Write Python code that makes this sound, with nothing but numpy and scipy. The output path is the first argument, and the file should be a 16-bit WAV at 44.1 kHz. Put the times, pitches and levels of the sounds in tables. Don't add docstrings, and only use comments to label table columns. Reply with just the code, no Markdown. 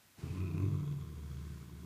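import sys
import numpy as np
from scipy import signal
from scipy.fft import rfft, irfft, next_fast_len
from scipy.io import wavfile
from scipy.ndimage import map_coordinates

SR = 44100
rng = np.random.default_rng(int(sys.argv[2]) if len(sys.argv) > 2 else 0)


def output_pcm(signal):
    pcm = np.clip(np.atleast_2d(signal).T, -1, 1) * 32767
    wavfile.write(sys.argv[1], SR, np.round(pcm).astype(np.int16))


N = 81585
JITTER, JITTER_HZ = .011, 55


def amp(db):
    return 10 ** (np.asarray(db) / 20)


def unit(x):
    return x / np.sqrt(np.mean(x ** 2) + 1e-20)


def curves(rows):
    time_s, *columns = np.transpose(rows)
    return [np.interp(np.arange(N) / SR, time_s, column) for column in columns]


def level(rows):
    return amp(curves(rows)[0])


def wobble():
    return map_coordinates(rng.standard_normal(N), [np.arange(N) * JITTER_HZ / SR], order=3)


def filtered(x, response):
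    size = 2 * next_fast_len(N)
    return irfft(rfft(x, size) * response(np.fft.rfftfreq(size, 1 / SR)), size)[:N]


def coloured(x, spectrum):
    freq_hz, gain_db = np.transpose(spectrum)

    def response(hz):
        gain = amp(np.interp(np.log(hz + 1), np.log(freq_hz), gain_db))
        cepstrum = irfft(np.log(gain))
        half = len(cepstrum) // 2
        cepstrum[1:half] *= 2
        cepstrum[half + 1:] = 0
        return np.exp(rfft(cepstrum))
    return unit(filtered(x, response))


def noise(spectrum):
    return coloured(rng.standard_normal(N), spectrum)


def resonant(x, peaks):
    def response(hz):
        return sum((-1) ** k * amp(db) * 1j * hz * width / (centre ** 2 - hz ** 2 + 1j * hz * width)
                   for k, (centre, width, db) in enumerate(peaks))
    return unit(filtered(x, response))


# freq_hz, gain_db
ROOM_SPECTRUM = [(25, -15), (50, -6), (95, 6), (200, 0.5), (400, -6.5), (700, -6.5), (1200, -7),
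                 (2600, -6.5), (3500, -9), (8000, -11), (15000, -11)]


def room_hiss(level_db=-66):
    return amp(level_db) * noise(ROOM_SPECTRUM)


def corner(x, t60_s=0.11, level_db=-9):
    t = np.arange(SR // 4) / SR
    tail = rng.standard_normal(len(t)) * amp(-60 * t / t60_s)
    return x + amp(level_db) * signal.fftconvolve(x, tail / np.linalg.norm(tail))[:N]


# time_s, level_db
BREATH_LEVEL = [(.5, -76), (.9, -77.5), (1.2, -71.5), (1.35, -68), (1.6, -67), (1.72, -74), (1.85, -69)]
# freq_hz, gain_db
BREATH_SPECTRUM = [(500, -16), (900, -14), (1500, 5), (2200, -3.5), (2900, -6.5), (4500, -3.5), (7000, -5),
                   (10000, -11.5), (15000, -19)]


def breath():
    return level(BREATH_LEVEL) * noise(BREATH_SPECTRUM)


# time_s, level_db
FIRST_GUST_LEVEL = [(.09, -97), (.2, -60.5), (.26, -62), (.36, -62), (.46, -73.5), (.7, -71), (.9, -97)]
# freq_hz, gain_db
GUST_SPECTRUM = [(400, -12), (620, 4.5), (850, 7), (1500, 1.5), (2200, 2), (3200, -1.5), (4500, -2.5),
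                 (7000, -5.5), (10000, -10), (15000, -24)]


def first_gust():
    return level(FIRST_GUST_LEVEL) * noise(GUST_SPECTRUM)


# time_s, level_db
NOSE_RASP_LEVEL = [(.13, -111), (.23, -67.5), (.32, -68), (.4, -61.5), (.48, -63.5), (.54, -62),
                   (.62, -61.5), (.7, -64.5), (.76, -61.5), (.86, -64.5), (1.02, -67), (1.2, -66.5),
                   (1.5, -69), (1.85, -69)]
NOSE_RING_LEVEL = [(.15, -85), (.24, -67), (.29, -61.5), (.34, -67.5), (.39, -60), (.43, -60), (.51, -63),
                   (.58, -63), (.66, -67.5), (.8, -72), (1.1, -78), (1.85, -84)]
NOSTRIL_LEVEL = [(.2, -97), (.5, -78), (.6, -85), (.68, -72), (.85, -71.5), (1.05, -73), (1.5, -76),
                 (1.85, -74)]
HIGH_EDGE_LEVEL = [(.45, -95), (.57, -81), (.65, -79), (.78, -81), (1, -84), (1.3, -92)]
# freq_hz, gain_db
RASP_SPECTRUM = [(300, -27), (550, -14.5), (640, -7.5), (780, -12.5), (920, -6.5), (1080, 1.5), (1220, -3),
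                 (1500, -4.5), (1800, -22.5), (2230, -4), (2900, -24), (5000, -39.5), (12000, -31.5)]
# centre_hz, width_hz, gain_db
RING_PEAKS = [(2450, 205, 6), (2672, 210, -5)]
NOSTRIL_PEAKS = [(3330, 215, -4), (7000, 500, -18)]
EDGE_PEAKS = [(6000, 250, -2), (7400, 340, -5)]


def nose(pulses, puff_decay_s=0.0041, steady_leak=0.57, click_db=-12.5):
    puffs = unit(signal.lfilter([1], [1, -np.exp(-1 / (puff_decay_s * SR))], pulses))
    turbulence = unit((puffs + steady_leak) * rng.standard_normal(N))
    flow = turbulence + amp(click_db) * unit(pulses)
    rasp = level(NOSE_RASP_LEVEL) * coloured(flow, RASP_SPECTRUM)
    ring = level(NOSE_RING_LEVEL) * resonant(flow, RING_PEAKS)
    sizzle = level(NOSTRIL_LEVEL) * resonant(flow, NOSTRIL_PEAKS)
    edge = level(HIGH_EDGE_LEVEL) * resonant(flow, EDGE_PEAKS)
    return rasp + ring + sizzle + edge


def closures(own, other, scatter_db, scatter_s=.00042, pull_s=.0005, coupling=0.17):
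    starts = np.flatnonzero(np.diff(np.floor(own)))
    chance = rng.standard_normal((N // 100, 2))[:len(starts)]
    other_phase = 2 * np.pi * other[starts]
    when = starts + SR * (pull_s * np.sin(other_phase) + scatter_s * chance[:, 0])
    size = (1 + coupling * np.cos(other_phase)) * amp(scatter_db * chance[:, 1])
    return np.bincount(np.clip(when, 0, N - 1).astype(int), size, N)


# time_s, level_db
KNOCK_LEVEL = [(.17, -87), (.185, -57), (.222, -66), (.235, -52.5), (.275, -51.5), (.305, -58.5),
               (.345, -48.5), (.42, -50.5), (.5, -50), (.63, -45.5), (.75, -53), (.87, -55), (1.03, -62),
               (1.2, -63.5), (1.5, -65), (1.68, -61.5), (1.85, -58)]
# freq_hz, gain_db
THROAT_SPECTRUM = [(30, -27.5), (60, -13.5), (85, -34), (120, -14.5), (160, 0.5), (190, -5), (220, -5),
                   (255, -4), (295, -0.5), (350, -1.5), (400, -5.5), (470, -10.5), (540, -28), (640, -17),
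                   (780, -30.5), (1100, -27.5), (1800, -45.5), (5000, -84)]


def throat(slow, fast, fast_db=-1.5, scatter_db=2.3):
    pulses = closures(slow, fast, scatter_db) + amp(fast_db) * closures(fast, slow, scatter_db)
    return level(KNOCK_LEVEL) * coloured(pulses, THROAT_SPECTRUM)


# time_s, level_db
LOW_FLUTTER_LEVEL = [(.17, -90), (.187, -56), (.22, -56), (.235, -45), (.28, -49), (.31, -41), (.34, -51.5),
                     (.42, -54.5), (.66, -44), (.9, -50.5), (1.3, -51), (1.85, -60.5)]
# freq_hz, gain_db
FLUTTER_SPECTRUM = [(25, -15.5), (55, -11.5), (78, -3.5), (140, 5), (200, -14), (350, -15.5), (470, -17),
                    (600, -43), (2000, -59.5)]


def flutter():
    return level(LOW_FLUTTER_LEVEL) * noise(FLUTTER_SPECTRUM)


def hum(cycles, gain, start_s=0.226, attack_s=0.013, shimmer_db=-0.5):
    attack = np.clip((np.arange(N) / SR - start_s) / attack_s, 0, 1)
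    shimmer = amp(shimmer_db * wobble())
    return np.sqrt(2) * attack * gain * shimmer * np.cos(2 * np.pi * cycles)


# time_s, level_db
OCTAVE_LEVEL = [(.22, -81), (.34, -55), (.4, -48), (.5, -50), (.62, -57), (.72, -49.5), (.81, -50.5),
                (.95, -68), (1.05, -49.5), (1.5, -66), (1.85, -67)]
UPPER_LEVEL = [(.22, -69), (.3, -67), (.42, -60.5), (.54, -62.5), (.6, -57.5), (.635, -50), (.68, -55),
               (.74, -65), (.85, -80), (1.85, -85.5)]
COMBINATION_LEVEL = [(.22, -66), (.5, -79), (.7, -88), (.9, -57), (1.1, -63.5), (1.4, -56.5), (1.85, -58)]
COMBINATIONS = [(-1, 2), (1, 1), (4, -1)]
COMBINATION_DB = [-2.5, -11, -0.5]


def overtones(slow, fast, fourth_db=-2.5):
    tones = hum(2 * slow, level(OCTAVE_LEVEL))
    tones += hum(3 * slow, level(UPPER_LEVEL))
    tones += hum(4 * slow, amp(fourth_db) * level(UPPER_LEVEL))
    for (slow_multiple, fast_multiple), db in zip(COMBINATIONS, COMBINATION_DB):
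        tones += hum(slow_multiple * slow + fast_multiple * fast, amp(db) * level(COMBINATION_LEVEL))
    return tones


def vibration(rows, shared_jitter):
    pitch_hz, level_db = curves(rows)
    cycles = np.cumsum(pitch_hz * (1 + shared_jitter + JITTER * wobble())) / SR
    return cycles, hum(cycles, amp(level_db))


# time_s, pitch_hz, level_db
SLOW_VOICE = [(0.22, 87.68, -49), (0.232, 84.47, -47.5), (0.296, 80.9, -45.5), (0.36, 91.2, -43.5),
              (0.424, 93.27, -34.5), (0.514, 89.44, -43.5), (0.636, 97.72, -31.5), (0.71, 101.4, -37),
              (0.768, 95.7, -36), (0.85, 84.34, -54), (1.09, 76.87, -48), (1.246, 73.05, -45),
              (1.5, 73.77, -45.5), (1.65, 72.18, -57), (1.78, 73.1, -50.5), (1.85, 75.1, -53.5)]
FAST_VOICE = [(0.22, 133.4, -68), (0.228, 130.7, -49), (0.238, 134.4, -38.5), (0.314, 139.5, -51.5),
              (0.338, 144.9, -74), (0.406, 153.9, -59), (0.554, 153.8, -38.5), (0.618, 145.1, -58),
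              (0.66, 143.8, -41.5), (0.822, 146.5, -37.5), (0.918, 143.6, -37.5), (1.096, 134.5, -52.5),
              (1.35, 130.8, -49.5), (1.844, 128, -58), (1.85, 129.2, -58)]
# time_s, depth_fraction
THROB_DEPTH = [(.22, 0.23), (.36, 0.02), (.95, 0.13), (1.04, 0.41), (1.2, .35), (1.5, 0.44), (1.62, 0.14),
               (1.85, .15)]


def growl(throb_cycles=4, low_hum_db=-.5):
    shared_jitter = JITTER * wobble()
    slow, low_hum = vibration(SLOW_VOICE, shared_jitter)
    fast, high_hum = vibration(FAST_VOICE, shared_jitter)
    knocks = throat(slow, fast)
    throb = 1 + curves(THROB_DEPTH)[0] * np.cos(2 * np.pi * slow / throb_cycles)
    upper_voice = throb * (high_hum + overtones(slow, fast))
    voice = amp(low_hum_db) * low_hum + upper_voice + flutter()
    puffs = nose(closures(slow, fast, scatter_db=2.5))
    return voice + corner(throb * knocks + puffs)


def scene():
    return (first_gust() + breath() + room_hiss() + growl())[None]


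def record(dry, top_hz=15250):
    return filtered(dry[0], lambda hz: hz < top_hz)[None]


dry = scene()
out = record(dry)
output_pcm(out)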